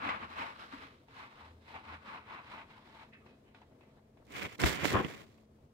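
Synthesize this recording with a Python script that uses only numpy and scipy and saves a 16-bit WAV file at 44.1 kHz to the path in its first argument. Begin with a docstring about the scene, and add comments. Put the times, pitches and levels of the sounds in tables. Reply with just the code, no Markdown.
"""A low house rumble, microphone hiss and hum last throughout, swelling and wavering.
First a stiff broom scrubs wet tiles in a small bathroom, heard by a phone under a cloth: noisy bristle
clicks ring at a moving pitch. Fainter scuffs follow, with ticks and squeaks as the broom is set down.
Then the cloth is pulled off: coloured clicks and noise make its rubs and pushes, puffs and rings
make its snaps and bumps, and trapped air pops at the left microphone."""
import sys
import numpy as np
from scipy import signal
from scipy.fft import rfft, irfft, next_fast_len
from scipy.io import wavfile
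from scipy.ndimage import uniform_filter1d

SR = 44100
rng = np.random.default_rng(int(sys.argv[2]) if len(sys.argv) > 2 else 0)


def to_wav(sig):
    """Store sig (one row per channel, or 1-D mono) as 16-bit WAV at the path in sys.argv[1].

    Samples outside -1..1 are clipped; the rate is SR.
    """
    pcm = np.clip(np.atleast_2d(sig), -1, 1) * 32767
    pcm = np.round(pcm).astype(np.int16)
    wavfile.write(sys.argv[1], SR, pcm.T)  # frames by channels


N = 252693
SIZE = next_fast_len(N + 4096)  # padded length for the frequency filters
HZ = np.fft.rfftfreq(SIZE, 1 / SR)
STEP = 32  # samples between the points of a swell

# House floor noise, colour: pitch_hz, level_db (relative)
FLOOR_COLOUR = [(13, -60), (22, -17.5), (70, -6), (135, -3.5), (183, -13.5), (216, -9.5), (248, -5.5),
                (317, -11.5), (480, -9.5), (582, -17), (632, -10.5), (766, -21), (981, -21), (1440, -29.5),
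                (15800, -47.5)]
FLOOR_DB = -63.5
# Likeness of the floor noise at both microphones: pitch_hz, likeness (-1 to 1)
FLOOR_LIKENESS = [(60, 0.99), (150, 0.96), (380, 1), (950, -0.12), (2380, -0.021), (5980, 0.22),
                  (15000, -0.61)]
# Side of the floor noise: pitch_hz, left_minus_right_db
FLOOR_SIDE = [(60, 0.5), (150, -1), (380, 3.5), (950, 6.5), (2380, -1), (5980, 0), (15000, 2)]
# Wavering hum: time_s, level_db (before the waver)
HUM_LEVEL = [(0, -64), (.47, -72), (.8, -69), (.89, -82), (1.96, -70), (4.25, -74), (5.5, -70), (5.73, -74)]
HUM_HZ = 217
# Low drone swells: top_s, rise_s, hold_s, fall_s, level_db (before the waver)
DRONE_SWELLS = [(1.43, 0.036, 0.14, 0.17, -60.5), (1.7, .08, 0.044, .12, -64.5), (1.94, .09, .02, .06, -55)]
DRONE_HZ = 80.7

# Broom strokes and last faint scuffs: top_s, rise_s, hold_s, fall_s, head_db, head_pitch_hz,
# rasp_over_head_db, fizz_over_head_db, rumble_over_head_db (levels before the room)
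BROOM_STROKES = [(.07, 0.098, 0.043, 0.071, -37, 1130, -8, -23.5, -13.5),
                 (.232, 0.047, .005, 0.046, -43, 1140, -8, -21.5, -8.5),
                 (0.399, .1, 0.023, 0.11, -41, 1070, -6, -16.5, -12.5),
                 (.604, 0.078, 0.028, 0.047, -51, 1290, -6.5, -11, -12),
                 (.738, 0.04, 0.0043, 0.041, -46.5, 1180, -5.5, -13, -11),
                 (0.825, 0.15, 0.0076, 0.12, -54, 1230, -3.5, -11, -8),
                 (1.182, 0.074, .055, 0.069, -52, 1150, -4, -12.5, -11),
                 (1.415, 0.16, 0.0076, 0.098, -55.5, 1010, -5.5, -13.5, -16.5),
                 (1.689, 0.064, .03, .05, -59, 920, -2, -8.5, -9),
                 (1.748, 0.021, 0.028, 0.037, -49.5, 870, -6, -18.5, -12.5),
                 (1.904, .08, 0.035, 0.041, -47.5, 1180, -6, -18, -11),
                 (2.119, .1, 0.061, 0.036, -47, 1070, -6.5, -18.5, -12),
                 (2.328, 0.099, 0.066, .04, -47.5, 1070, -6, -20.5, -13.5),
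                 (2.498, 0.095, 0.12, 0.032, -51.5, 1000, -4.5, -15.5, -11),
                 (2.705, 0.033, 0.012, 0.073, -62, 920, -1, -10, -12),
                 (2.762, 0.1, 0.0049, 0.059, -59, 970, -6, -14, -12),
                 (2.99, 0.26, 0.042, 0.054, -59, 940, -4, -11.5, -13),
                 (3.135, .02, 0.018, 0.11, -74, 1240, 3.5, -10, -6),
                 (3.263, 0.014, .005, 0.13, -64, 770, -7, -11.5, 2),
                 (3.486, 0.059, .005, .07, -70.5, 776, -3, -17, -1),
                 (3.548, 0.0082, 0.0091, 0.11, -65.5, 910, -5, -10, -6),
                 (3.628, .04, .005, 0.043, -66, 870, -14, -23, -9),
                 (3.718, 0.018, .005, 0.11, -72, 746, -9, -31, 6),
                 (3.815, 0.016, 0.0088, 0.25, -72.5, 780, -3.5, -15, -1),
                 (3.98, 0.11, .015, .03, -72, 845, -24, -12, -3),
                 (4.172, .01, 0.056, 0.057, -73, 840, -14, -18, 4)]
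# Bristle colour through the cloth: pitch_hz, level_db (relative)
BRISTLE_COLOUR = [(32, -37), (55, 1), (163, -2), (274, 1.5), (449, -7), (556, -5.5), (625, -7.5),
                  (870, -5.5), (1810, -6.5), (2040, -2), (3340, -10.5), (4040, -12.5), (5890, -23.5),
                  (15500, -37.5)]
STROKE_DROP_DB, STROKE_ROUND = -15.5, 1.007  # level one rise or fall time away; 1 = pointed, 2 = rounded
# Share of that drop which each layer follows
HEAD_SWELL, RASP_SWELL, FIZZ_SWELL, RUMBLE_SWELL = 0.99, 0.9, 0.72, 0.75
# Change in dB per second of hold: the broom bears down, the suds thin out
HEAD_CLIMB_DB, RASP_CLIMB_DB, FIZZ_CLIMB_DB = 35, 24, -26
HEAD_SAG = 0.97  # pitch at the end of a stroke, as a share of that at its top
# Dull knocks of the broom head: time_s (starts 4 ms earlier), level_db, pitch_hz
HEAD_KNOCKS = [(0.036, -47.5, 275), (0.064, -43, 283), (0.23, -52, 229), (0.399, -48, 253),
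               (0.737, -45, 274), (0.771, -52.5, 250), (0.837, -55, 288), (1.4, -62, 236),
               (1.759, -66, 227)]
# Bristle and handle ticks: start_s, level_db (before the room), pitch_hz, scuff_over_tick_db (before gain)
BROOM_TICKS = [(0.091, -30.5, 1990, -6), (1.084, -54, 940, -9.5), (1.852, -51, 992, -7),
               (2.995, -54.5, 940, -4), (3.134, -65, 2530, 8), (3.263, -60.5, 1000, -2),
               (3.547, -56, 1520, -0.5), (3.617, -53, 950, -10), (3.712, -71, 1370, -15),
               (3.809, -59.5, 1040, -7), (4.172, -65.5, 1100, -3), (5.382, -69.5, 1100, -1),
               (5.587, -66, 930, -13)]
# Squeaks of sliding wet bristles: top_s, rise_s, hold_s, fall_s, level_db (before the room), pitch_hz, width_hz
BRISTLE_SQUEAKS = [(3.133, 0.014, 0.027, .04, -65, 1800, 298), (3.132, .015, 0.036, .04, -72, 2570, 110),
                   (3.222, .015, .02, .02, -71.5, 1200, 120), (3.288, .03, 0.045, .04, -80.5, 2525, 110),
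                   (3.48, .03, .01, .03, -76, 2980, 200), (3.81, .005, .015, 0.018, -78, 2620, 150)]
# Resonances of the air under the cloth: pitch_hz, width_hz, level_db
HOLLOW_RINGS = [(896, 23, -0.5), (1150, 77, -11), (2304, 270, 0), (2563, 190, -0.5), (3470, 460, -19),
                (3940, 670, -4.5), (5100, 260, -3)]
# Likeness of the broom at both microphones: pitch_hz, likeness (-1 to 1)
BROOM_LIKENESS = [(60, 1), (300, 0.91), (700, 1), (1500, 0.35), (4000, 0.18), (9000, .2)]
# Side of the broom: pitch_hz, left_minus_right_db
BROOM_SIDE = [(60, 0), (130, 0), (290, -0.5), (640, 9), (1410, 1.5), (3100, -4.5), (6820, -9), (15000, -12)]
# Delay as the broom moves: time_s, left_late_ms
BROOM_DELAY = [(0, 0.42), (1, 0.3), (1.15, 0.27), (2.4, 0.2), (2.6, 0.17), (5.73, 0.12)]

# Three pulls of the cloth: time_s, rub_db, hiss_over_rub_db, push_db (before side and catches)
CLOTH_PULLS = [
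    [(4.24, -102, -2, -73), (4.252, -90, 11, -76), (4.274, -72.5, -7.5, -65), (4.354, -44, -9.5, -47.5),
     (4.41, -45, -9, -47), (4.426, -39.5, -18.5, -48), (4.43, -42.5, -6, -44), (4.458, -40, -16, -42),
     (4.478, -55.5, -10, -49.5), (4.496, -55, -12, -61.5), (4.556, -55, -7.5, -59), (4.572, -85, -3, -81),
     (4.585, -59, 1, -55)],
    [(4.586, -64, -24, -52), (4.598, -39, -8, -39.5), (4.642, -35, -5, -30.5), (4.65, -43, -0.5, -40),
     (4.662, -28.5, -7.5, -35), (4.686, -36.5, -3.5, -34.5), (4.774, -42, -12.5, -43.5),
     (4.816, -40, -15.5, -45), (4.854, -33, -6, -36), (4.87, -41.5, -1.5, -39.5), (4.88, -37.5, -5, -42),
     (4.914, -37.5, -6.5, -38.5), (4.93, -38, -5, -31)],
    [(4.931, -44, -2, -32), (4.937, -39, -5.5, -33.5), (4.959, -40, -14.5, -30.5),
     (4.993, -39.5, -15.5, -33.5), (4.999, -48, -10, -32.5), (5.011, -43, -17, -33.5),
     (5.033, -48, -12, -42), (5.053, -42, -19, -39), (5.073, -53.5, -7, -48.5), (5.093, -49, -9.5, -45),
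     (5.191, -56.5, -8, -57.5), (5.215, -54.5, -8.5, -54.5), (5.255, -69.5, -4.5, -67),
     (5.46, -84.5, 0.5, -73)],
]
# Rub colour: pitch_hz, level_db (relative)
RUB_COLOUR = [(590, -7.5), (1000, -1), (1690, -3.5), (1980, -6), (2610, -3), (3290, -7.5), (4160, -29),
              (6000, -36.5), (7800, -42), (13200, -120)]
# Fibre hiss colour at the right: pitch_hz, level_db (relative)
RIGHT_HISS_COLOUR = [(2060, -35.5), (3500, -6), (4180, -6.5), (5940, -11.5), (7140, -10.5), (10200, -21.5),
                     (14200, -16.5), (15100, -21.5), (15800, -21.5)]
# Fibre hiss colour at the left, which stays half covered: pitch_hz, level_db (relative)
LEFT_HISS_COLOUR = [(2500, -20.5), (4000, 2.5), (5500, -4), (7200, -6.5), (8800, -15.5), (15000, -20)]
# Push colour: pitch_hz, level_db (relative)
PUSH_COLOUR = [(32, -34), (55, -4.5), (177, -2), (367, -3.5), (523, -5.5), (947, -1.5), (1050, 4.5),
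               (1250, -4), (1900, -15.5), (2470, -36), (4180, -120)]
# Pocket between cloth and case changes size: time_s, pitch_hz
POCKET_PITCH = [(4.24, 2170), (4.58, 2170), (4.62, 1950), (4.9, 2100), (4.94, 1740), (5.0, 1760),
                (5.1, 2080), (5.46, 2100)]
# The hand moves from side to side: time_s, left_minus_right_db
PUSH_SIDE = [(4.24, 2), (4.4, -9), (4.5, 2), (4.66, -10.5), (4.88, -7.5), (4.94, 0), (5.03, 5),
             (5.08, -1.5), (5.15, 3), (5.46, 7)]
RUB_PAN_DB, DRAG_DB = 1.5, -8  # left minus right of the rub; drag on the case over the push
# The case is hauled along once: top_s, rise_s, hold_s, fall_s, level_db (before side)
CASE_HAUL = [(4.945, 0.014, 0.052, 0.026, -35.5)]
HAUL_RUB_DB = -10  # the haul rubs the fibres too
HISS_PAN_DB, HISS_PAN_PER_DB, HISS_FROM_DB = -12, -0.34, -60  # louder hiss leans further right
CRACKLE_DB, CRACKLES_PER_S = -14.5, 150  # small random snaps, over the hiss
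# Fibres snap at a microphone: start_s, level_db (before side)
FIBRE_SNAPS = [(4.2677, -58), (4.3226, -44), (4.6014, -29.5), (4.6169, -24), (4.6608, -34), (4.6946, -27.5),
               (4.7184, -41), (4.755, -34), (4.8454, -33), (4.9234, -46), (5.049, -50), (5.0833, -58),
               (5.1023, -46), (5.1104, -49), (5.2234, -60)]
SNAP_T60 = .005  # seconds to fade by 60 dB
SNAP_PAN_DB, SNAP_PAN_PER_DB, SNAP_FROM_DB = -16.5, 0.15, -45  # snaps lean right, louder ones slightly less
# The hand bumps the phone: start_s, level_db (before side), pitch_hz, left_minus_right_db,
# crunch_over_bump_db (before gain)
PHONE_BUMPS = [(4.627, -42.5, 334, -11.5, -15), (4.637, -22.5, 150, -9.5, 4.5),
               (4.641, -24.5, 340, 17, -1.5), (4.846, -25.5, 573, -11, -1.5), (4.854, -23, 290, -23, 1),
               (4.935, -23.5, 342, 1, -22), (4.956, -19, 359, 3.5, -20), (4.966, -26, 355, -3, -19),
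               (5.011, -30.5, 473, 1, -13), (5.047, -28.5, 185, -15, -3)]
# The cloth briefly seals the left microphone: start_s, pressure_db, length_s
AIR_POPS = [(4.64, -12, 0.0038), (4.943, -19.5, 0.0034)]
EDGE_HZ = 15850


def gain_of(db):
    """Decibels to amplitude."""
    return 10 ** (np.asarray(db) / 20)


def evened(x):
    """Scales the average power (rms) to 1."""
    return x / np.sqrt(np.mean(x ** 2) + 1e-20)


def read(points, hz):
    """Reads a table on a log-frequency axis."""
    f, value = np.transpose(points)
    return np.interp(np.log(hz + 1), np.log(f + 1), value)


def play(rows):
    """A mask that is open while a curve lasts, then the curve's columns at every sample."""
    s, *columns = np.transpose(rows)
    t = np.arange(N) / SR
    is_on = 1. * (t >= s[0]) * (t <= s[-1])
    return uniform_filter1d(is_on, size=400), *(np.interp(t, s, c) for c in columns)


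def colour(x, points):
    """Gives a sound a fixed tone colour and rms 1."""
    spectrum = rfft(x, SIZE) * gain_of(read(points, HZ))
    return evened(irfft(spectrum, SIZE)[..., :N])


def grains(per_s, spread_db, channels=2):
    """Clicks at random times, of random sign and size, a few of them large."""
    size = gain_of(spread_db * np.minimum(rng.exponential(1, (channels, N)), 5))
    return size * rng.standard_normal((channels, N)) * (rng.random((channels, N)) < per_s / SR)


def drift(per_s, channels=2):
    """Slow random wandering of rms 1: noise with its fast changes filtered out."""
    noise = rfft(rng.standard_normal((channels, SIZE)))
    return evened(irfft(noise / (1 + (HZ / per_s) ** 2), SIZE)[:, :N])


def resonate(x, hz, width):
    """A resonance of gain 1: shifts the pitch hz down to zero, smooths, and shifts back."""
    turn = np.exp(2j * np.pi * np.cumsum(hz * np.ones(N)) / SR)
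    r = np.exp(-np.pi * width / SR)
    smooth = signal.lfilter([1 - r], [1, -r], x / turn + 1e-18)
    return 2 * (turn * smooth).real


def late(x, lag_s):
    """Delays by a fixed or moving time."""
    return np.interp(np.arange(N) - lag_s * SR, np.arange(N), x)


def ports(pair, same, lean, lag_s):
    """Two microphones: the left hears the right's sound late, blended with a sound of its own."""
    right, shared, own = rfft([pair[0], late(pair[0], lag_s), pair[1]], SIZE)
    likeness = np.clip(read(same, HZ), -1, 1)
    tilt = gain_of(read(lean, HZ) / 2)
    left = likeness * shared + np.sqrt(1 - likeness ** 2) * own
    keep_power = np.sqrt(2 / (tilt ** 2 + tilt ** -2))
    return irfft(np.array([left * tilt, right / tilt]) * keep_power, SIZE)[:, :N]


def add(mix, s, sound):
    """Mixes a sound in at time s."""
    part = mix[:, round(s * SR):][:, :sound.shape[-1]]
    part += sound[..., :part.shape[1]]


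def sides(db):
    """Left and right gain for a level difference, at steady total power."""
    return gain_of([db / 2, -db / 2]) / np.sqrt(np.cosh(db / 20 * np.log(10)))


def ring(hz, t60, rise_s):
    """One dying sine of peak 1, as from a struck object."""
    t = np.arange(round(t60 * SR)) / SR
    x = gain_of(-60 * t / t60) * (1 - np.exp(-t / rise_s)) * np.sin(2 * np.pi * hz * t)
    return x / abs(x).max()


def band(x, lo_hz, hi_hz):
    """One band of a sound."""
    return signal.sosfilt(signal.butter(3, [lo_hz, hi_hz], "band", fs=SR, output="sos"), x)


def burst(t60, lo_hz, hi_hz):
    """A short dying puff of noise in one band, different in each channel."""
    t = np.arange(round(.1 * SR)) / SR
    return band(rng.standard_normal((2, len(t))) * gain_of(-60 * t / t60), lo_hz, hi_hz)


def swell(s, rise_s, hold_s, fall_s):
    """Decibels below the top: a nearly straight rise, a hold from s on, a nearly straight fall."""
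    t = np.arange(0, N, STEP) / SR - s
    away = np.where(t < 0, -t / rise_s, np.maximum(t - hold_s, 0) / fall_s)
    return STROKE_DROP_DB * away ** STROKE_ROUND


def summed(db):
    """Amplitude at every sample of swells that add in power."""
    total = np.sqrt((gain_of(db) ** 2).sum(axis=0))
    return np.interp(np.arange(N), np.arange(0, N, STEP), total)


def swells(rows):
    """Amplitude of rows of top_s, rise_s, hold_s, fall_s, level_db."""
    *times, db = np.transpose(rows)[:, :, None]
    return summed(db + swell(*times))


def tone(hz, gain, waver_db):
    """A fuzzy low tone: a sine whose level and pitch waver."""
    level, pitch = drift(24)
    turns = np.cumsum(hz * (1 + .012 * pitch)) / SR
    return gain * gain_of(waver_db * level) * np.sqrt(2) * np.sin(2 * np.pi * turns)


def house():
    """Low rumble of the house and microphone hiss from coloured noise, with a hum and a drone."""
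    noise = colour(rng.standard_normal((2, N)), FLOOR_COLOUR)
    noise = noise * gain_of(FLOOR_DB + 1.1 * drift(15, channels=1))
    drone = tone(DRONE_HZ, swells(DRONE_SWELLS), 1.5)
    hum = tone(HUM_HZ, gain_of(play(HUM_LEVEL)[1]), 2.7)
    return ports(noise, FLOOR_LIKENESS, FLOOR_SIDE, .0001) + hum + drone


def strokes():
    """Thousands of bristle flicks ring the broom head; suds fizz above, the floor rumbles below."""
    columns = np.transpose(BROOM_STROKES)[:, :, None]
    s, rise, hold, fall, head_db, hz, rasp_db, fizz_db, rumble_db = columns
    shape, ends = swell(s, rise, hold, fall), s + hold + fall / 4
    pitch_times, pitches = np.hstack([s, ends]).ravel(), np.hstack([hz, HEAD_SAG * hz]).ravel()
    head_hz = np.interp(np.arange(N) / SR, pitch_times, pitches)
    held = np.clip(np.arange(0, N, STEP) / SR - s, 0, hold) - hold / 2  # seconds from mid-hold
    flicks = colour(grains(per_s=14000, spread_db=0.1), BRISTLE_COLOUR)
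    body = flicks + gain_of(5) * resonate(flicks, head_hz, 380)
    layers = [  # level over the head in dB, then the band in Hz
        (HEAD_SWELL * shape + HEAD_CLIMB_DB * held, 600, 1700),
        (rasp_db + RASP_SWELL * shape + RASP_CLIMB_DB * held, 1700, 3100),
        (fizz_db + FIZZ_SWELL * shape + FIZZ_CLIMB_DB * held, 3100, 17000),
        (rumble_db + RUMBLE_SWELL * shape, 60, 600)]
    out = sum(summed(head_db + db) * evened(band(body, lo, hi)) for db, lo, hi in layers)
    return out * gain_of(1.75 * drift(23, channels=1))  # tufts catch on grout lines


def knocks(out):
    """The broom head knocks dully: low dying rings, without reverberation."""
    for s, db, hz in HEAD_KNOCKS:
        add(out, s - .004, gain_of(db) * ring(hz, 0.1, 0.0057))


def ticks(out):
    """Bristles and handle tick: a short ring and a click, then a scuff of dying noise."""
    for s, db, hz, scuff_db in BROOM_TICKS:
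        add(out, s, gain_of(db) * (ring(hz, .015, .0001) - ring(700, .015, .0001)))
        click = gain_of(db) * 0.38 * burst(0.0022, 800, 8000)
        scuff = gain_of(db + scuff_db) * 2 * burst(0.094, 1000, 3250)
        add(out, s, click + scuff)


def squeaks():
    """Wet bristles slide: noise through two equal narrow resonances squeaks at their pitch."""
    out, noise = np.zeros((2, N)), rng.standard_normal((2, N))
    for *row, hz, width in BRISTLE_SQUEAKS:
        squeak = resonate(resonate(noise, hz, width), hz, width)
        out = out + swells([row]) * evened(squeak)
    return out


def hollow(x):
    """Air under the cloth rings along at its own pitches."""
    return x + sum(gain_of(db) * resonate(x, hz, width) for hz, width, db in HOLLOW_RINGS)


def tiles(x, t60, wet_db):
    """Short hard reverberation: dying noise as the echo tail, another for each channel."""
    t = np.arange(round(.4 * SR)) / SR
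    tail = rng.standard_normal((2, len(t))) * gain_of(-60 * t / t60) * (t > .004)
    echoes = signal.fftconvolve(x, tail / np.linalg.norm(tail[0]), axes=1)[:, :N]
    return x + gain_of(wet_db) * echoes


def broom():
    """Strokes, ticks and squeaks share the hollow and the room; knocks join at the microphones."""
    out = strokes() + squeaks()
    ticks(out)
    out = gain_of(-0.5) * tiles(hollow(out), 0.27, -11.5)
    knocks(out)
    return ports(out, BROOM_LIKENESS, BROOM_SIDE, play(BROOM_DELAY)[1] / 1000)


def fibres(rub_db, hiss_db):
    """Many tiny slips of the fibres make the rub and, with noise and crackles, the hiss."""
    slips = grains(per_s=14000, spread_db=3.0)
    slips[0] = 0.66 * slips[0] + 0.33 * late(slips[1], 0.000537)  # the left hears the right's rubbing late
    catch = gain_of([[1.0], [1.8]] * drift(45))  # the cloth catches and lets go, most at the right
    rub = colour(slips, RUB_COLOUR)
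    rub = catch * evened(rub + 1.6 * resonate(rub, play(POCKET_PITCH)[1], 350))
    left_hiss = colour(rng.standard_normal(N), LEFT_HISS_COLOUR)
    hiss = catch * np.array([left_hiss, colour(slips[1], RIGHT_HISS_COLOUR)])
    crackles = evened(band(grains(CRACKLES_PER_S, spread_db=2.5), 2500, 11000))
    hiss = hiss + gain_of(CRACKLE_DB) * crackles
    rub_gain = gain_of(rub_db) + gain_of(HAUL_RUB_DB) * swells(CASE_HAUL)
    hiss_pan = HISS_PAN_DB + HISS_PAN_PER_DB * (hiss_db - HISS_FROM_DB)
    return rub_gain * sides(RUB_PAN_DB)[:, None] * rub + gain_of(hiss_db) * sides(hiss_pan) * hiss


def pushes(push_db):
    """Uneven lumps of clicks make low pushes and, in a higher band, the drag on the case."""
    lumps = grains(per_s=2500, spread_db=0.85) * gain_of(0.6 * drift(51, channels=1))
    lumps = colour(lumps + 0.089 * lumps[::-1], PUSH_COLOUR)  # the case carries part of a push to both
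    push, drag = evened(band(lumps, 40, 550)), evened(band(lumps, 550, 2200))
    drag_gain = gain_of(push_db + DRAG_DB) + swells(CASE_HAUL)
    return sides(play(PUSH_SIDE)[1]) * (gain_of(push_db) * push + drag_gain * drag)


def snaps(out):
    """Fibres snap at a microphone: very short puffs of bright noise."""
    for s, db in FIBRE_SNAPS:
        pan = SNAP_PAN_DB + SNAP_PAN_PER_DB * (db - SNAP_FROM_DB)
        snap = burst(SNAP_T60, 2500, 10300)
        snap = snap / abs(snap).max(axis=1, keepdims=True)
        add(out, s, gain_of(db) * sides(pan)[:, None] * snap)


def bumps(out):
    """The hand bumps the phone: a short low ring with a noisy crunch of the cloth."""
    for s, db, hz, pan, crunch_db in PHONE_BUMPS:
        side = sides(pan)[:, None]
        add(out, s, gain_of(db) * side * ring(hz, 0.0072 + 6 / hz, 0.00046))  # six swings and 7 ms
        add(out, s, gain_of(db + crunch_db) * side * 3 * burst(0.014, 240, 2800))


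def cloth():
    """Fibres slip over each microphone: rub, hiss, drag and low pushes, with snaps and bumps."""
    on, rub_db, hiss_over_db, push_db = play(np.vstack(CLOTH_PULLS))
    out = on * (fibres(rub_db, rub_db + hiss_over_db) + pushes(push_db))
    snaps(out)
    bumps(out)
    return band(out, 64, 18000)


def pops():
    """Trapped air pops: a step of pressure, mostly left, then the microphone rings low as it recovers."""
    out, mostly_left = np.zeros((2, N)), np.array([[1], [.15]])
    for s, db, length in AIR_POPS:
        t = np.arange(round(length * SR)) / SR
        pressure = np.exp(-t / 0.0044) * signal.windows.tukey(len(t), .25)
        add(out, s, gain_of(db) * mostly_left * pressure)
        add(out, s + length, -gain_of(db - 9.5) * mostly_left * ring(68, 0.16, 0.00055))
    return band(out, 35, 18000)


def scene():
    """Broom, cloth and trapped air over the house."""
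    return broom() + cloth() + pops() + house()


def record(dry):
    """Removes the treble above the band limit."""
    low_pass = signal.firwin(511, EDGE_HZ, window=("kaiser", 9), fs=SR)
    return signal.oaconvolve(dry, low_pass[None], "same")


dry = scene()
out = record(dry)
to_wav(out)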